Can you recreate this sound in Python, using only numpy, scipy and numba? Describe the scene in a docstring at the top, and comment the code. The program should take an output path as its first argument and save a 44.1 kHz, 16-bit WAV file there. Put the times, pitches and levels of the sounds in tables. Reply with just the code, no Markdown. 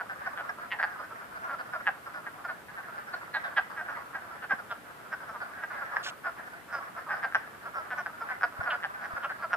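"""A woodland pond, from a hand-held camera with two microphone ports: frogs croaking all round.
A few dozen near croaks stand out of a far chorus; each is a short train of throat pulses that ring
the vocal sac and the mouth. Trunks scatter the calls, the far ones most. Leaves scuff once on the right,
the hand thumps the camera three times, and distant rumble and microphone hiss lie underneath."""
import sys
import numpy as np
from scipy import signal
from scipy.fft import rfft, irfft, next_fast_len
from scipy.io import wavfile
from numba import njit

SR = 44100
rng = np.random.default_rng(int(sys.argv[2]) if len(sys.argv) > 2 else 0)


def unload_wav(signal):
    """Save mono or channel-first audio to the path in sys.argv[1] as 16-bit WAV at rate SR, clipped to [-1, 1]."""
    wavfile.write(
        sys.argv[1],
        SR,
        np.round(np.clip(np.atleast_2d(signal).T, -1, 1) * 32767).astype(np.int16),
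    )


N = 421596

# Croaks near the microphone: start_s, level_db, pitch_hz, length_ms, swell_share (of the length)
NEAR_CROAKS = [(0.0,-20,1560,21,0.32),(0.097,-24,1608,35,0.24),(0.257,-21,1598,24.3,0.41),(0.331,-28.5,1306,15,0.38),
               (0.375,-21.5,1548,42.3,0.25),(0.487,-22,1710,19,0.48),(0.616,-28.5,1490,24.5,0.34),(0.716,-17.5,1972,28.4,0.29),
               (0.788,-20,1710,20,0.41),(0.828,-9.5,1734,25,.04),(0.997,-22.5,1295,20,0.24),
               (1.353,-27.5,1498,29,0.36),(1.427,-27,1458,47,0.39),(1.485,-23.5,1443,83,.2),
               (1.59,-23.5,1526,31,.3),(1.73,-22.5,1490,44,0.28),(1.8,-23,1490,17,0.35),
               (1.868,-11,1715,26,.25),(2.062,-25.5,1425,20,0.39),(2.138,-27.5,1510,72,.2),
               (2.262,-24.5,1720,24,0.31),(2.443,-26,1500,27,0.38),(2.481,-21.5,1560,35,0.34),(2.77,-25.5,1642,40,0.24),
               (2.98,-24.5,1425,18,0.22),(3.13,-26,1524,24.5,0.38),
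               (3.34,-18,1743,37.6,0.34),(3.44,-25,1620,51,0.19),(3.567,-13.5,1723,28,0.35),
               (3.764,-25,1674,66,0.32),(3.881,-23,1526,27,0.36),(4.012,-33,1465,32,0.27),
               (4.145,-23.5,1693,28.6,0.28),(4.302,-35,1412,59,0.29),(4.422,-23.5,1580,33,0.38),
               (4.497,-17,1683,38.6,0.42),(4.582,-25.5,1518,27,0.32),(4.706,-20,1448,26.5,0.22),
               (5.12,-23.5,1628,27,0.33),(5.287,-26.5,1394,35,0.27),(5.345,-24.5,1256,33,0.26),(5.404,-24.5,1519,35,.25),
               (5.626,-22,1693,25,0.29),(5.702,-26,1515,25,0.39),(5.807,-24.5,1456,35,0.48),
               (5.962,-16,1736,17.7,0.18),(6.064,-23.5,1590,26,.2),
               (6.244,-22.5,1507,51.6,0.33),(6.727,-21.5,1458,65,0.24),(7.103,-21,1619,45,0.29),
               (7.23,-16.5,1683,32.5,0.28),(7.347,-9.5,1620,25.4,.14),(7.656,-26,1413,34,0.28),
               (7.747,-22.5,1414,69,0.17),(7.905,-19.5,1583,38,.36),(7.976,-22,1552,39,0.37),
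               (8.061,-19.5,1584,16.4,0.23),(8.199,-26.5,1436,37,0.51),(8.289,-21,1600,49,0.23),
               (8.432,-8.5,1518,20.5,0.14),(8.598,-23.5,1530,19,0.5),(8.632,-20.5,1636,33,.12),
               (8.662,-19,1511,35,0.32),(8.702,-21,1592,22,.4),(8.722,-18,1506,37,.25),
               (8.834,-18.5,1702,30,0.2),
               (9.04,-24,1730,29,0.29),(9.166,-21.5,1467,20.4,0.28),(9.23,-21.5,1454,37,0.37),(9.296,-20.5,1578,22.7,0.32),
               (9.424,-21,1450,32.5,0.28),(9.531,-11.5,1474,20.3,0.21)]
# Near croaks with a bright mouth ring: start_s, ring_hz, ring_db
BRIGHT_MOUTHS = [(0.375,3300,-9),(0.714,2800,2),(0.828,3870,-22),(1.868,2640,-5),
                 (3.13,4600,-6),(3.34,4230,-7.5),(3.44,3750,-10),(3.567,3300,-7),(4.422,2800,-6),
                 (4.706,3470,-8),(7.348,2970,-11.5),(7.905,3090,-12.5),
                 (8.704,3050,4.5),(8.834,3030,-7),(9.229,3030,-4),(9.531,2640,-10)]
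# Modes of the vocal sac, rung by each pulse: pitch_ratio, t60_ms, gain_db
SAC_MODES = [(0.98, 7.58, 5.5), (0.523, 19.5, -12.5), (0.833, 21.7, -17), (1.34, 3.3, -10.5)]
# Level of the far croaks over time: time_s, level_db
CHORUS_LEVELS = [(0.0, -36), (1.1, -36.5), (2.2, -40.5), (3.7, -34), (4.95, -42), (5.9, -30.5), (6.55, -40),
                 (7.15, -29.5), (7.5, -41), (8.0, -37), (9.56, -32)]
# The hand on the camera body: start_s, level_db, pitch_hz, t60_ms, left_minus_right_db
HAND_THUMPS = [(4.533, -21, 219, 21, 3), (8.591, -32, 97.5, 31, 29), (9.135, -31.5, 99, 18, 30)]
# Spectrum of distant rumble and microphone hiss: frequency_hz, density_db (per Hz)
NOISE_SPECTRUM = [(25, -108), (70, -86.5), (160, -82), (430, -83.5), (1500, -84), (4000, -100),
                  (6300, -105), (8200, -102), (14000, -102)]

PITCH_SAG = 0.069  # share by which every ring drops over a croak


def throat_pulses(pitch_hz, length_ms, swell, slip_cycles):
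    """The throat fires 22 pulses that speed up, swell and fade. Returns their offsets (s) and gains (dB)."""
    order = np.arange(-2, 20)  # two lead pulses come before the croak proper
    gap_scatter, slip, size_scatter = rng.standard_normal((3, len(swell), len(order)))
    first_gap_s = (6 - 5 * swell) / 1000 * np.exp(rng.normal(0, .1014, swell.shape))
    gaps = first_gap_s * (.62 + .38 * .8 ** np.maximum(order, 0)) * np.exp(.0775 * gap_scatter)
    gaps *= np.where((order < 0) & (swell < .15), 2, 1)  # lead pulses of sudden croaks stand apart
    # Pulses fall nearly in step with the sac: gaps last about whole cycles of its sagging pitch.
    elapsed_ms = 1000 * (np.cumsum(gaps, axis=1) - gaps[:, :3].sum(axis=1, keepdims=True))
    sac_hz = SAC_MODES[0][0] * pitch_hz * (1 - PITCH_SAG * np.clip(elapsed_ms / length_ms, 0, 1))
    gaps = (np.round(gaps * sac_hz) + slip_cycles * slip) / sac_hz
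    offset_s = np.cumsum(gaps, axis=1) - gaps
    offset_s = offset_s - offset_s[:, 2:3]
    progress = 1000 * offset_s / length_ms
    arch_db = -np.where(progress < swell, 50, 18) * (progress - swell) ** 2
    stop_db = -45 * np.maximum(progress - 1, 0)
    lead_db = -7 + 4 * order - 50 * swell ** 2
    return offset_s, np.where(progress < 0, lead_db, arch_db + stop_db) + 1.8 * size_scatter


def frogs(croaks, spread_ms, slip_cycles):
    """Each throat pulse rings the sac, the mouth and a thin top note; the ports hear it slightly apart."""
    start_s, level_db, pitch_hz, length_ms, swell, mouth_hz, mouth_db = np.transpose(croaks)[:, :, None]
    offset_s, pulse_db = throat_pulses(pitch_hz, length_ms, swell, slip_cycles)
    progress = np.clip(1000 * offset_s / length_ms, 0, 1)
    bearing, top_pitch, top_level = rng.standard_normal((3, len(croaks), 1))
    # Loud croaks come from ahead, weak ones from the side, where the lag drifts as the camera turns.
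    ahead_db, aside_db = -17.5, -25
    aside = np.clip((ahead_db - level_db) / (ahead_db - aside_db), 0, 1)
    left_lag_s = ((-.33 + .059 * start_s) * aside + spread_ms * bearing) / 1000
    rings = []  # ring_hz, t60_ms, gain_db
    for ratio, t60_ms, gain_db in SAC_MODES:
        slide = progress * (ratio < .9)  # the low modes grow and slide further down
        rings.append((ratio * pitch_hz * (1 - .12 * slide), t60_ms, gain_db + 5 * slide))
    rings.append((mouth_hz * (1 - .06 * progress), 5.5, mouth_db - 5 * progress))
    rings.append((5150 * (1 + .06 * top_pitch), 5, -22 + 3 * top_level))
    pitch_drift = 1 - PITCH_SAG * progress + rng.normal(0, .012, progress.shape)
    decay_scatter = np.exp(rng.normal(0, .2, progress.shape))
    pulse_s = start_s + offset_s
    out = np.zeros((2, N))
    for ring_hz, t60_ms, gain_db in rings:
        hz = (ring_hz * pitch_drift).ravel()
        t60_s = (t60_ms / 1000 * decay_scatter).ravel()
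        size = undb(level_db + pulse_db + gain_db).ravel()
        add_rings(out[0], (pulse_s + left_lag_s / 2).ravel(), hz, t60_s, size, rise_s=.0004)
        add_rings(out[1], (pulse_s - left_lag_s / 2).ravel(), hz, t60_s, size * undb(1), rise_s=.0004)
    # The small sacs radiate no bass.
    return signal.sosfilt(signal.butter(4, 520, "high", fs=SR, output="sos"), out)


def near_frogs():
    """Croaks close to the microphone; the mouth rings dully in most, brightly in some."""
    dull_mouth = (2800, -25)  # ring_hz, ring_db
    croaks = np.array([row + dull_mouth for row in NEAR_CROAKS])
    for start_s, ring_hz, ring_db in BRIGHT_MOUTHS:
        croaks[np.argmin(abs(croaks[:, 0] - start_s)), 5:] = ring_hz, ring_db
    return frogs(croaks, spread_ms=.1, slip_cycles=.09)


def far_chorus(count):
    """Random croaks from all round the pond, their pulses more loosely in step with the sac."""
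    start_s = rng.uniform(0, N / SR, count)
    level_db = np.interp(start_s, *np.transpose(CHORUS_LEVELS)) + rng.normal(0, 2, count)
    pitch_hz = rng.normal(1480, 190, count)
    length_ms, swell = rng.uniform(23, 38, count), rng.uniform(.1516, .4516, count)
    mouth_hz, mouth_db = 2700 + 2200 * rng.random(count) ** 2, rng.normal(-23, 3, count)
    croaks = np.transpose([start_s, level_db, pitch_hz, length_ms, swell, mouth_hz, mouth_db])
    return frogs(croaks, spread_ms=.24, slip_cycles=.3)


def trunk_echoes(calls, t60_s, level_db):
    """Trunks scatter the calls into a decaying noise tail, different at each port."""
    t = np.arange(SR // 2) / SR
    tail = rng.standard_normal((2, len(t))) * undb(-60 * t / t60_s) * (1 - np.exp(-t / .009))
    tail /= np.sqrt(np.sum(tail ** 2, axis=1, keepdims=True))
    return undb(level_db) * signal.fftconvolve(calls, tail, axes=1)[:, :N]


def leaf_rustle(count):
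    """A short scuff of dry leaves off to the right: dense tiny grains, thickest in the middle."""
    middle_s, length_s, left_lag_s = 6.066, .084, .00012
    start_s = middle_s + length_s * (.7 * rng.random(count) + .3 * rng.random(count) - .5)
    hz = 2400 * 6.2 ** rng.random(count)
    t60_s = 8 / hz  # eight cycles
    size = undb(-36.5 - 10 * (hz > 7800) + rng.exponential(2.74, count))
    out = np.zeros((2, N))
    add_rings(out[0], start_s + left_lag_s, hz, t60_s, size * undb(-4 * (hz < 4500)), rise_s=.0001)
    add_rings(out[1], start_s, hz, t60_s, size, rise_s=.0001)
    return out


def hand_thumps():
    """Low knocks of the hand reach the microphone through the camera body."""
    start_s, level_db, hz, t60_ms, pan_db = np.transpose(HAND_THUMPS)
    out = np.zeros((2, N))
    add_rings(out[0], start_s, hz, t60_ms / 1000, undb(level_db + pan_db / 2), rise_s=.003)
    add_rings(out[1], start_s, hz, t60_ms / 1000, undb(level_db - pan_db / 2), rise_s=.003)
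    return out


def rumble_and_hiss():
    """Distant rumble and microphone hiss; the bass is half shared by the ports and stronger on the left."""
    size = next_fast_len(N)
    hz = np.arange(size // 2 + 1) * SR / size + 1
    point_hz, point_db = np.transpose(NOISE_SPECTRUM)
    density = undb(np.interp(np.log(hz), np.log(point_hz), point_db))
    shared = .5 / (1 + (hz / 1200) ** 2)
    pan_db = 1.3 / (1 + (hz / 90) ** 2)
    noise = rfft(rng.standard_normal((2, size))) * density * np.sqrt(SR / 4)
    mid, side = noise * np.sqrt([1 + shared, 1 - shared])
    left, right = (mid + side) * undb(pan_db / 2), (mid - side) * undb(-pan_db / 2)
    return irfft(np.array([left, right]), size)[:, :N]


def undb(db):
    """Decibels to amplitude."""
    return 10 ** (np.asarray(db) / 20)


@njit
def add_rings(out, start_s, hz, t60_s, size, rise_s):
    """Add damped sines with soft onsets, timed to a fraction of a sample."""
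    for k in range(len(start_s)):
        first = int(start_s[k] * SR) + 1
        late = first - start_s[k] * SR
        pole = 2j * np.pi * hz[k] / SR - np.log(1000) / (t60_s[k] * SR)
        ring, ring_step = size[k] * np.exp(pole * late), np.exp(pole)
        unrisen, rise_step = np.exp(-late / (rise_s * SR)), np.exp(-1 / (rise_s * SR))
        for i in range(max(first, 0), min(first + int(t60_s[k] * SR), len(out))):
            out[i] += ring.imag * (1 - unrisen) ** 2
            ring *= ring_step
            unrisen *= rise_step


def scene():
    """The pond at the two ports: near frogs fairly dry, the far chorus deep in echoes."""
    near, far = near_frogs(), far_chorus(count=450)
    near = near + trunk_echoes(near, t60_s=.19, level_db=-11)
    far = far + trunk_echoes(far, t60_s=.3, level_db=-3)
    return near + far + leaf_rustle(count=800) + hand_thumps() + rumble_and_hiss()


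def record(dry):
    """The camera cuts the treble steeply above 14.5 kHz."""
    return signal.sosfilt(signal.ellip(12, .2, 80, 14500, fs=SR, output="sos"), dry)


dry = scene()
out = record(dry)
unload_wav(out)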